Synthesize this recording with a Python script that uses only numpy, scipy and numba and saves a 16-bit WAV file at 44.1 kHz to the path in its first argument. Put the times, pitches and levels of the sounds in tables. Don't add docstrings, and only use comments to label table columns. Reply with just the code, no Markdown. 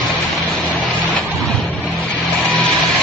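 import sys
import numpy as np
from scipy import signal
from scipy.io import wavfile
from scipy.ndimage import uniform_filter1d
from numba import njit

SR = 44100
rng = np.random.default_rng(int(sys.argv[2]) if len(sys.argv) > 2 else 0)


def put_to_file(sound):
    columns = np.atleast_2d(sound).T
    safe = np.clip(columns, -1, 1)
    whole_steps = np.round(safe * 32767)
    wavfile.write(sys.argv[1], SR, whole_steps.astype(np.int16))


def rack_gain(trim_db):
    fader = np.asarray(trim_db, float)
    return 10 ** (fader / 20)


N = 133182
TIME = np.arange(N) / SR
SIDES = np.array([[1], [-1]])


def col(table, k):
    a = np.array(table, float)
    return np.interp(TIME, a[:, 0], a[:, k])


def shade(table, hz):
    a = np.array(table, float)
    return np.interp(np.log(hz), np.log(a[:, 0]), a[:, 1])


def unit(x):
    return x / np.sqrt(np.mean(x ** 2))


def noise():
    return rng.standard_normal(N)


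@njit
def svf(x, hz, width):
    y, b, l = np.empty(len(x)), 0., 0.
    g, k = np.tan(np.pi * hz / SR), width / hz
    for i in range(len(x)):
        v = (b + g * (x[i] - l)) / (1 + g * (g + k))
        b, l, y[i] = 2 * v - b, l + 2 * g * v, k * v
    return y


def band(x, hz, width):
    once = svf(x, 1. * hz, 1. * width)
    return svf(once, 1. * hz, 1. * width)


def walk(rate):
    k = int(SR / rate)
    steps = np.repeat(rng.standard_normal(N // k + 1), k)
    return unit(uniform_filter1d(uniform_filter1d(steps, k), k)[:N])


def modes(table, wander_db=0):
    out = 0
    for hz, width, db in table:
        out = out + rack_gain(db + wander_db * walk(14)) * unit(band(noise(), hz, width))
    return out


# t/s, drum turns f/Hz, shredding level/dB, left minus right level/dB
FEED_LINE = [(0.0, 41.64, -23, 3.5), (0.31, 40.78, -24, 3), (0.76, 41.3, -26, 2.5), (1.13, 41.23, -23.5, 4),
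             (1.18, 41, -24.5, 2), (1.23, 41.36, -28.5, 0), (1.49, 41.06, -28, 1.5),
             (1.61, 41.39, -31, 2.5), (1.74, 41.4, -33, 4), (2.24, 41.52, -25, 4.0),
             (2.62, 41.21, -20.5, 5), (2.75, 40.9, -20, 0.5), (2.93, 40.76, -21, 1), (3.02, 40.27, -20, 2)]


def drum_turn():
    return 2 * np.pi * np.cumsum(col(FEED_LINE, 1)) / SR


def feed_load():
    return col(FEED_LINE, 2)


# t/s, level/dB
THIRD_THROB = [(0.0, -37), (0.03, -22.5), (0.34, -38), (0.83, -26.5), (1.07, -23.5), (1.2, -39),
               (1.56, -21), (1.62, -33.5), (1.72, -25), (1.89, -40), (1.93, -29.5), (2.56, -29),
               (2.63, -24), (2.78, -33.5), (2.98, -27.5), (3.02, -39.5)]
# multiple of the turn, level/dB
HUM_LINES = [(1, -46), (2, -34), (5, -37.5), (7, -40), (10, -43.5), (12, -44.5)]
# t/s, fourth multiple level/dB, hood ring level/dB, frame rumble level/dB
MACHINE_STRAIN = [
    (0, -34, -2.5, 0),
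    (.3, -29, -5, 0.5),
    (1.05, -25.5, -2.5, 2),
    (1.3, -27.5, -7.5, 3),
    (1.7, -28.5, 2, 0),
    (2.05, -27, 0.5, -1.5),
    (2.5, -24, -1, -1),
    (3.02, -28.5, 0, 0.5),
]


def hum(turn):
    def tone(k):
        wobble = 0.8 * walk(11)
        return np.sin(k * turn + 2 * np.pi * rng.random() + wobble)

    beat_hz, beat_peak_s, beat_depth = 3.288, 1.049, 0.5
    beat = 1 + beat_depth * np.cos(2 * np.pi * beat_hz * (TIME - beat_peak_s))
    out = rack_gain(col(THIRD_THROB, 1) + 2.3 * walk(12)) * tone(3)
    out = out + rack_gain(col(MACHINE_STRAIN, 1) + 0.96 + 1.2 * walk(13)) * beat * tone(4)
    for k, db in HUM_LINES:
        out = out + rack_gain(db + 3.5 * walk(12)) * tone(k)
    return out


# f/Hz, level/dB per Hz
CHUTE_MIDDLE = [(500, -12), (900, -11), (1450, -8), (1900, -5.5), (2700, -7), (4550, -9), (4900, -10.5),
                (7400, -22)]


def knives(turn):
    spread_db, wander_db = -3, 1
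    out = 0
    for k in range(8, 84, 2):
        db = shade(CHUTE_MIDDLE, k * FEED_LINE[0][1])
        db = db + spread_db * rng.standard_normal() + wander_db * walk(13)
        out = out + rack_gain(db) * np.sin(k * turn + 2 * np.pi * rng.random())
    return unit(out)


def grains(db):
    return rack_gain(db * np.repeat(rng.exponential(size=N // 64 + 1), 64)[:N])


# f/Hz, level/dB per Hz
CHUTE_DIFFERENCE = [(500, -12.5), (1000, -15.5), (1500, 0.5), (2300, -5), (3000, -4), (4500, -8),
                    (4900, -10), (7400, -22.5)]
# f/Hz, width/Hz, depth 0-1
PAVING_NOTCHES = [(1440, 260, .6), (4830, 260, .75)]


def chute_rush(turn):
    knife_puff, dull_db_per_db, flicker_db = 0.066, 0.13, 2.3
    load = feed_load()
    out = []
    for table, echo_share in ((CHUTE_MIDDLE, 1), (CHUTE_DIFFERENCE, 0.5)):
        chips = grains(0.9) * (1 + knife_puff * np.cos(2 * turn))
        rush = 0
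        for hz in 520 * 2 ** np.arange(0, 3.9, 1 / 7):
            tilt_db = dull_db_per_db * np.log2(hz / 2500) * (load - load.mean())
            level = rack_gain(shade(table, hz) + tilt_db + flicker_db * walk(11))
            rush = rush + level * band(chips * noise(), hz, hz / 5)
        rush = unit(rush)
        for hz, width, depth in PAVING_NOTCHES:
            rush = rush - depth * echo_share * svf(rush, 1. * hz, 1. * width)
        out.append(rush)
    middle, difference = out
    return middle + SIDES * difference * rack_gain(-0.5)


# f/Hz, width/Hz, level/dB
HOOD_MODES = [(2320, 110, -12), (2450, 110, -13), (2830, 250, -18), (700, 200, -16), (1000, 120, -19)]


def hood_ring(bite):
    ring = modes(HOOD_MODES, 2.36) + 0.48 * SIDES * modes(HOOD_MODES, 2.36)
    left_right_db = 9
    ring = ring * rack_gain(SIDES * left_right_db / 2 + col(MACHINE_STRAIN, 2))
    return ring * (1 + rack_gain(-0.5) * np.tanh(bite))


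# f/Hz, level/dB
GEAR_LINES = [(818, -20), (985, -7.5), (1067, -11.5), (2054, -19), (2335, -18), (2400, -18), (2452, -18),
              (2814, -21)]


def gears():
    out = 0
    for hz, db in GEAR_LINES:
        out = out + rack_gain(db + 5.5 * walk(4.76)) * np.sin(2 * np.pi * hz * TIME + 1.37 * walk(8))
    load = feed_load()
    return out * rack_gain(load - load.max() - 4)


def shredding(turn, bite):
    swell = rack_gain(0.4 * walk(7.3))
    cutting = (chute_rush(turn) + hood_ring(bite) + gears()) * swell + rack_gain(-16) * knives(turn)
    bite_rush = 0.6
    pan_db = col(FEED_LINE, 3) - 3
    return cutting * np.sqrt(1 + (bite_rush * bite) ** 2) * rack_gain(feed_load() + 0.5 + SIDES * pan_db / 2)


# f/Hz, level/dB per Hz
FRAME_RUMBLE = [(15, -45), (25, -17.5), (40, -15.5), (63, -11), (148, -0.5), (244, -7), (295, -1),
                (555, -10), (824, -4), (1500, -14.5), (1950, -47), (3300, -120)]


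def body():
    pair = []
    for _ in range(2):
        rumble = 0
        for hz in 28 * 2 ** np.arange(0, 5.8, 1 / 3):
            level = rack_gain(shade(FRAME_RUMBLE, hz) + 1.8 * walk(8.29))
            rumble = rumble + level * band(noise(), hz, hz / 2.27)
        pair.append(unit(rumble))
    load = feed_load()
    level = rack_gain(-26 + col(MACHINE_STRAIN, 3) + 0.25 * (load - load.mean()))
    return np.array([pair[0], pair[1] * rack_gain(-7)]) * level


def knocks(table, trim_db, rise_s, fall_s):
    out = np.zeros(N)
    t = np.arange(-1800, 7000)
    shape = np.exp(np.where(t < 0, t / SR / rise_s, -t / SR / fall_s))
    for s, db in table:
        at = int((s + rise_s) * SR) + t
        ok = (at >= 0) & (at < N)
        out[at[ok]] += (rack_gain(db + trim_db) * shape[ok]) ** 2
    return np.sqrt(out)


# t/s, peak level/dB
TRAY_THUDS = [(0.076, -14.5), (0.175, -17.5), (0.243, -18.5), (0.309, -15.5), (0.467, -17.5), (0.65, -19),
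              (0.734, -16.5), (0.833, -15), (0.897, -20), (1.074, -14.5), (1.165, -15.5), (1.249, -21.5),
              (1.311, -17), (1.495, -16), (1.856, -19.5), (1.993, -17), (2.327, -14), (2.42, -16),
              (2.525, -18.5), (2.59, -15), (2.672, -12.5), (2.767, -16), (2.826, -13), (2.958, -9.5)]
# f/Hz, width/Hz, level/dB
TRAY_MODES = [(708, 220, 1), (1004, 260, -1.5)]


def thuds():
    return unit(modes(TRAY_MODES)) * knocks(TRAY_THUDS, trim_db=-11.5, rise_s=0.01, fall_s=0.03)


# t/s, peak level/dB
KNIFE_BITES = [(0.0984, -9), (0.1612, -17), (0.2216, -6.5), (0.2937, -13.5), (0.3367, -19), (0.3726, -10.5),
               (0.426, -10), (0.566, -20), (0.6594, -11), (0.7083, -11), (0.8165, -14.5), (0.904, -10),
               (1.1199, -12), (1.1647, -4), (1.3128, -11.5), (1.4825, -21), (1.505, -14), (1.6365, -20),
               (1.6657, -24), (1.722, -22), (1.837, -22), (1.872, -16), (1.9854, -19), (2.0313, -10),
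               (2.1031, -9), (2.1828, -11), (2.3266, -6), (2.3736, -8.5), (2.4493, -4), (2.7227, -6),
               (2.795, -14.5), (2.823, -5.5), (2.9462, -5.5), (2.9708, -12), (3.0006, -6.5)]


def bites():
    return knocks(KNIFE_BITES, trim_db=-12.5, rise_s=0.0045, fall_s=0.015) / rack_gain(feed_load())


# f/Hz, width/Hz, level/dB
STRUCK_HOOD = [(726, 300, -4), (1780, 370, -8), (2533, 140, -1.5), (3020, 450, -2.5), (3800, 2100, -10)]


def bang():
    peak_s, rise_s, fade_60db_s = 1.169, 0.012, 0.15
    t = TIME - peak_s
    shape = np.exp(np.where(t < 0, t / rise_s, -np.log(1000) * t / fade_60db_s))
    middle, difference = unit(modes(STRUCK_HOOD)), unit(modes(STRUCK_HOOD))
    return rack_gain(-16) * shape * (middle + 0.32 * difference * SIDES)


def duck():
    start_s, depth_db, fall_s, recover_s = 1.19, -6, 0.02, 0.15
    t = np.clip(TIME - start_s, 0, None)
    return rack_gain(depth_db * (1 - np.exp(-t / fall_s)) * np.exp(-t / recover_s))


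# t/s, level/dB
GUST_LEVEL = [
    (1.28, -50),
    (1.36, -33),
    (1.46, -28),
    (1.55, -26),
    (1.65, -29),
    (1.76, -31),
    (1.86, -50),
]
# t/s, peak level/dB, pitch f/Hz, length/s
GUST_BUFFETS = [(1.35, -15, 130, .01), (1.40, -17, 100, .012), (1.42, -17, 250, .008),
                (1.445, -15, 130, .012), (1.48, -13, 130, .01), (1.505, -13, 220, .01),
                (1.55, -6, 105, .009), (1.582, -11, 120, .006), (1.598, -13, 200, .006),
                (1.645, -14, 90, .016), (1.70, -17, 95, .012), (1.79, -18, 100, .01)]


def gust():
    def rumble():
        low = unit(band(noise(), 95, 110))
        tail = rack_gain(-8) * unit(band(noise(), 322, 330))
        return rack_gain(2 * walk(22)) * (low + tail) * rack_gain(col(GUST_LEVEL, 1))

    puffs = 0
    for s, db, hz, length in GUST_BUFFETS:
        t = TIME - s
        puffs = puffs + rack_gain(db) * np.exp(-(t / length) ** 2) * np.cos(2 * np.pi * hz * t + np.pi)
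    return np.array([rumble() * rack_gain(-22.5), rumble() + puffs])


def scene():
    turn = drum_turn()
    chop = shredding(turn, bites())
    rumble = body()
    low = hum(turn) * rack_gain(-0.3 * SIDES) + rumble[0] + SIDES * rumble[1]
    machine = chop + low * duck() + bang() + thuds()
    left_early = np.roll(machine[0], -2)
    return np.array([left_early, machine[1]]) + gust()


# f/Hz, level/dB
DETAIL_FLOOR = [(100, -12), (1000, -6), (1400, -1), (1900, -6), (4300, -4), (4800, 1), (6500, 1),
                (7400, 4.5)]


def lose_detail(x):
    hz, _, z = signal.stft(np.array([x[0] + x[1], x[0] - x[1]]) / 2, SR, nperseg=2048, noverlap=1536)
    bins, frames = z.shape[1:]
    hz_rows = hz[:, None]

    def blocks(rows):
        draws = rng.standard_normal((2, bins // rows + 1, frames // 3 + 1))
        return np.kron(draws, np.ones((rows, 3)))[:, :bins, :frames]

    power = np.abs(z) ** 2 + 1e-20
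    near = uniform_filter1d(uniform_filter1d(power, size=12, axis=1), size=5, axis=2)
    usual = near.mean(axis=2, keepdims=True)
    follows, scatter_db = 0.8, 2.8
    floor_db = shade(DETAIL_FLOOR, hz + 1)[:, None] + scatter_db * blocks(rows=8)
    bar = near ** follows * usual ** (1 - follows) * rack_gain(floor_db) ** 2

    load = feed_load()
    thick = load[np.clip(np.arange(frames) * 512, 0, N - 1)] - load.mean()
    flutter_db, edge_hz = 5.5, 6000
    above_edge = np.clip(hz_rows / edge_hz - 1, 0, 1)
    edge_db = flutter_db * above_edge * 4 * (blocks(rows=bins)[0] - 0.08 * thick)
    keep = power > bar * rack_gain(edge_db) ** 2

    long_blocks = np.repeat(blocks(rows=9), 2, axis=2)[:, :, :frames][0]
    wide = near[1] > near[0] * rack_gain(-8 + 6 * long_blocks) ** 2
    keep[1] &= wide | (hz_rows > 1250)
    mid, side = signal.istft(z * keep, SR, nperseg=2048, noverlap=1536)[1][:, :N]
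    return np.array([mid + side, mid - side])


def top_cut(x):
    return signal.sosfilt(signal.butter(12, 7430, fs=SR, output="sos"), x)


def record(dry):
    rounded = np.tanh(0.87 * dry) / 0.76
    mix = lose_detail(rounded)
    return top_cut(mix)


dry = scene()
out = record(dry)
put_to_file(out)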